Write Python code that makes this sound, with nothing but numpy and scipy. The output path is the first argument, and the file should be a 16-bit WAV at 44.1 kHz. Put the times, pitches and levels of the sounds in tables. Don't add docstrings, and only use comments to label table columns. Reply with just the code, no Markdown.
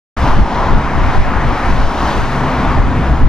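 import sys
import numpy as np
from scipy import signal
from scipy.fft import rfft, irfft
from scipy.io import wavfile
from scipy.ndimage import uniform_filter1d

SR = 44100
rng = np.random.default_rng(int(sys.argv[2]) if len(sys.argv) > 2 else 0)


def to_wav(sig):
    pcm = np.clip(np.atleast_2d(sig), -1, 1) * 32767
    pcm = np.round(pcm).astype(np.int16)
    wavfile.write(sys.argv[1], SR, pcm.T)


def makeup_ratio(level_db):
    decades = np.asarray(level_db, float) / 20
    return 10 ** decades


N = 144648
LEVEL, BRIGHTNESS, DRONE_LEVEL, FAN_LEVEL = 1, 2, 3, 4


def evened(x):
    return x / np.sqrt(np.mean(x ** 2) + 1e-20)


def read(points, hz):
    f, value = np.transpose(points)
    return np.interp(np.log(hz + 1), np.log(f + 1), value)


def control(t, column):
    # t/s, level/dB, brightness above the hump/(dB per octave), drone/dB, fan/dB
    roar_moves = [(.17, -22, 3.5, 0, 1.5), (.28, -17.5, 3.5, -1.5, -3), (.42, -21, 2, -1.5, -0.5),
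                  (.53, -16.5, 1.5, -4, -3.5), (.7, -17.5, 1.5, 0, -3), (.92, -19, 1.5, -0.5, 0.5),
                  (1.2, -21, 3, -5.5, 2), (1.4, -19.5, 1.5, 0.5, 2), (1.62, -20, 2.5, -4.5, 2.5),
                  (1.8, -20.5, 3.5, -2.5, -0.5), (1.94, -19, 3, -2.5, -6.5), (2.1, -18, 4.5, -3, -3),
                  (2.26, -21.5, 3.5, -1, 0), (2.5, -19, 2, 2.5, -2), (2.7, -18.5, 1.5, 2, 1),
                  (2.88, -21.5, 1.5, 1, 0), (3.08, -21, 1, 2.5, -1.5), (3.28, -22.5, 1, 3, -0.5)]
    moves = np.array(roar_moves)
    return np.interp(t, moves[:, 0], moves[:, column])


def bell(hz, centre_hz, octaves):
    return np.exp(-(np.log2((hz + 1) / centre_hz) / octaves) ** 2)


def far_noise(db):
    # f/Hz, correlation [0-1]
    port_likeness = [(60, 0.79), (130, 0.92), (270, 1), (580, 0.97), (1240, 0.95), (2650, 0.9),
                     (5000, 0.92), (9000, 0.36)]
    # f/Hz, left minus right level/dB
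    port_tilt = [(60, 0.5), (210, 1), (750, 1.5), (2650, 2.5)]
    lead_s = 2.8e-5
    hz = np.fft.rfftfreq(1024, 1 / SR)[:, None]
    a, b, c, d = rng.standard_normal((db.shape[1], 513, 4)).T
    same = np.clip(read(port_likeness, hz), 0, 1)
    tilt_db = read(port_tilt, hz) / 2
    left = a + 1j * b
    right = same * left + np.sqrt(1 - same ** 2) * (c + 1j * d)
    right = right * np.exp(-2j * np.pi * hz * lead_s)
    z = np.array([left * makeup_ratio(db + tilt_db), right * makeup_ratio(db - tilt_db)])
    return signal.istft(z, nperseg=1024, noverlap=768)[1][:, :N]


def patches(frames, patch_db):
    flicker_db = 0.05
    field = rng.standard_normal((frames, 514)).T
    spots = uniform_filter1d(uniform_filter1d(field[1:], 14, 0), 16, 1)
    flicker = uniform_filter1d(field[0], 5)
    return patch_db * evened(spots) + flicker_db * evened(flicker)


def jet():
    # f/Hz, level/dB
    exhaust = [(300, -6), (450, -4.5), (650, -0.5), (950, 2.5), (1900, -9.5), (2800, -19.5), (6300, -35.5),
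               (8500, -55.5)]
    # f/Hz, level/dB
    engine_rumble = [(20, 1), (60, -2.5), (130, -6.5), (250, 3), (380, -7), (600, -18), (1200, -89)]
    hump_hz, rumble_db, rumble_follows = 1250, -22, 0.82
    hz = np.fft.rfftfreq(1024, 1 / SR)[:, None]
    t = np.arange(N // 256 + 5) * 256 / SR
    octaves_up = np.clip(np.log2((hz + 1) / hump_hz), 0, 2.2)
    bright = octaves_up * control(t, BRIGHTNESS)
    fan = bell(hz, 1960, 0.48) * control(t, FAN_LEVEL)
    core = bell(hz, 920, 0.22) * 0.9 * (control(t, LEVEL) + 20)
    roar = far_noise(read(exhaust, hz) + bright + fan + core + patches(len(t), 1))
    rumble_swell = rumble_follows * control(t, DRONE_LEVEL)
    rumble = far_noise(read(engine_rumble, hz) + rumble_swell + patches(len(t), 1.8))
    roar_db = control(np.arange(N) / SR, LEVEL) + 1.68
    return evened(roar) * makeup_ratio(roar_db) + evened(rumble) * makeup_ratio(rumble_db)


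def drone():
    # f/Hz, width/Hz, level/dB
    tones = [(63, 12, -23), (136.1, 23.5, -25.5), (184.1, 10.2, -36), (247.9, 25.6, -31)]
    t, out = np.arange(N) / SR, np.zeros(N)
    for hz, width_hz, db in tones:
        r = np.exp(-np.pi * width_hz / SR)
        wander = rng.standard_normal((N, 2)) @ [1, 1j]
        slow = signal.lfilter([1], np.convolve([1, -r], [1, -r]), wander)
        out += makeup_ratio(db) * evened((slow * np.exp(2j * np.pi * hz * t)).real)
    return out * makeup_ratio(control(t, DRONE_LEVEL) + np.array([[.8], [-.8]]))


def whine():
    # f/Hz, level/dB
    motor_tones = [(12209, -76), (13028, -85), (13254, -91.5)]
    t = np.arange(N) / SR
    tone = sum(makeup_ratio(db + 1) * np.sin(2 * np.pi * hz * t) for hz, db in motor_tones)
    return tone * np.array([[1.3], [.4]])


def eddies(spectrum):
    split_hz = 44.5
    hz = np.fft.rfftfreq(N, 1 / SR)
    z = rfft(rng.standard_normal(N)) * makeup_ratio(read(spectrum, hz))
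    low = 1 / (1 + (hz / split_hz) ** 4)
    bands = signal.hilbert(irfft([z * low, z * (1 - low)], N))
    strength = uniform_filter1d(uniform_filter1d(abs(bands) ** 2, 500), 400)
    held = bands.real / np.sqrt(strength + 1e-12)
    return held / held.std(1, keepdims=True)


def wind():
    # t/s, length/s, slow push level/dB, flutter level/dB, port-against-port level/dB
    gusts = [(.24, .06, -18, -14, -24), (.325, .09, -6, -19, -17), (.40, .09, -5, -10, -11),
             (.61, .1, -19, -21, -24), (.745, .08, -5, -9, -11), (.87, .06, -19, -23, -24),
             (.97, .06, -15, -17, -16), (1.03, .07, -12, -15, -17), (1.09, .05, -16, -17, -14),
             (1.195, .07, -5, -12, -8), (1.28, .06, -13, -26, -15), (1.37, .05, -14, -15, -17),
             (1.48, .12, -15, -17, -19), (1.72, .1, -9, -15, -18), (1.80, .06, -10, -24, -18),
             (1.855, .07, -8, -16, -18), (2.03, .05, -30, -23, -27), (2.21, .14, -20, -26, -20),
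             (2.69, .07, -20, -17, -22), (2.80, .08, -11, -11, -15), (2.88, .08, -15, -17, -18),
             (2.98, .08, -17, -14, -26), (3.12, .07, -15, -15, -22), (3.25, .08, -2, -10, -10)]
    # push, flutter and port-against-port level/dB
    breeze_db = (-22.5, -28, -35)
    # f/Hz, level/dB
    shared_wind = [(6, -9), (15, 4.5), (30, -3), (70, -8.5), (150, -18), (400, -36.5), (1500, -86),
                   (4000, -130)]
    # f/Hz, level/dB
    port_wind = [(6, -14), (25, -1), (60, 2), (130, -4), (250, -15), (450, -25.5), (1500, -63.5),
                 (4000, -130)]
    t = np.arange(N) / SR
    power = makeup_ratio(np.array(breeze_db))[:, None] ** 2 * np.ones(N)
    for s, length, *dbs in gusts:
        swell = np.exp(-(2 * (t - s) / length) ** 2)
        power = power + (makeup_ratio(np.array(dbs))[:, None] * swell) ** 2
    push, flutter, against = np.sqrt(power)
    slow, quick = eddies(shared_wind)
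    both = push * slow + flutter * quick
    opposed = against * evened(eddies(port_wind).sum(0))
    return both * makeup_ratio(np.array([[.5], [-.5]])) + opposed * np.array([[1], [-1]])


def hiss():
    # f/Hz, level/dB
    fizz = [(3000, -14), (7000, 2.5), (9000, 0), (12000, -5), (13500, -10), (15000, -24)]
    hiss_db, follows = -51.5, 1.2
    shape = makeup_ratio(read(fizz, np.fft.rfftfreq(N, 1 / SR)))
    a, b = irfft(rfft(rng.standard_normal((2, N))) * shape, N)
    swell_db = follows * control(np.arange(N) / SR, BRIGHTNESS)
    ports = np.array([a, 1.06 * b - 0.41 * a])
    return makeup_ratio(hiss_db + swell_db + np.array([[2.5], [-2.5]])) * evened(ports)


def scene():
    return jet() + drone() + whine() + wind() + hiss()


def gain_control(x):
    duck_from_db, duck, recover_db_per_s, ceiling = -8.5, 0.31, 22, 1
    power_db = 10 * np.log10(abs(uniform_filter1d((x ** 2).mean(0), 600)) + 1e-12)
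    fall = np.arange(N) * recover_db_per_s / SR
    held_db = np.maximum.accumulate(power_db + fall) - fall
    over_db = np.maximum(held_db - duck_from_db, 0)
    return np.clip(x / makeup_ratio(duck * uniform_filter1d(over_db, 300)), -ceiling, ceiling)


def thinned(x):
    # f/Hz, level/dB
    gate = [(5500, -30), (7500, -3), (9000, 1), (13000, 2), (14500, 8)]
    patch_db = 2.5
    hz, t, z = signal.stft([x[0] + x[1], x[0] - x[1]], SR, nperseg=2048)
    spots = uniform_filter1d(rng.standard_normal(z.shape[::-1]).T, 60, 1)
    spots = evened(uniform_filter1d(spots, 3, 2))
    usual = uniform_filter1d(np.median(abs(z), 2), 40, 1)[..., None]
    held = uniform_filter1d(abs(z), 2, 2)
    threshold = usual * makeup_ratio(read(gate, hz)[:, None] + patch_db * spots)
    kept = z * (held > threshold)
    mid, side = signal.istft(kept, SR, nperseg=2048)[1][:, :N]
    return np.array([mid + side, mid - side]) / 2


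def band_limit(x):
    return signal.sosfilt(signal.butter(12, 15200, fs=SR, output="sos"), x)


def record(dry):
    start_s, fade_s = .165, 0.0066
    x = gain_control(dry)
    x = signal.oaconvolve(x, signal.firwin(255, 22000, fs=SR)[None], "same")
    opening = np.clip((np.arange(N) / SR - start_s) / fade_s, 0, 1)
    return band_limit(thinned(x) * opening)


dry = scene()
out = record(dry)
to_wav(out)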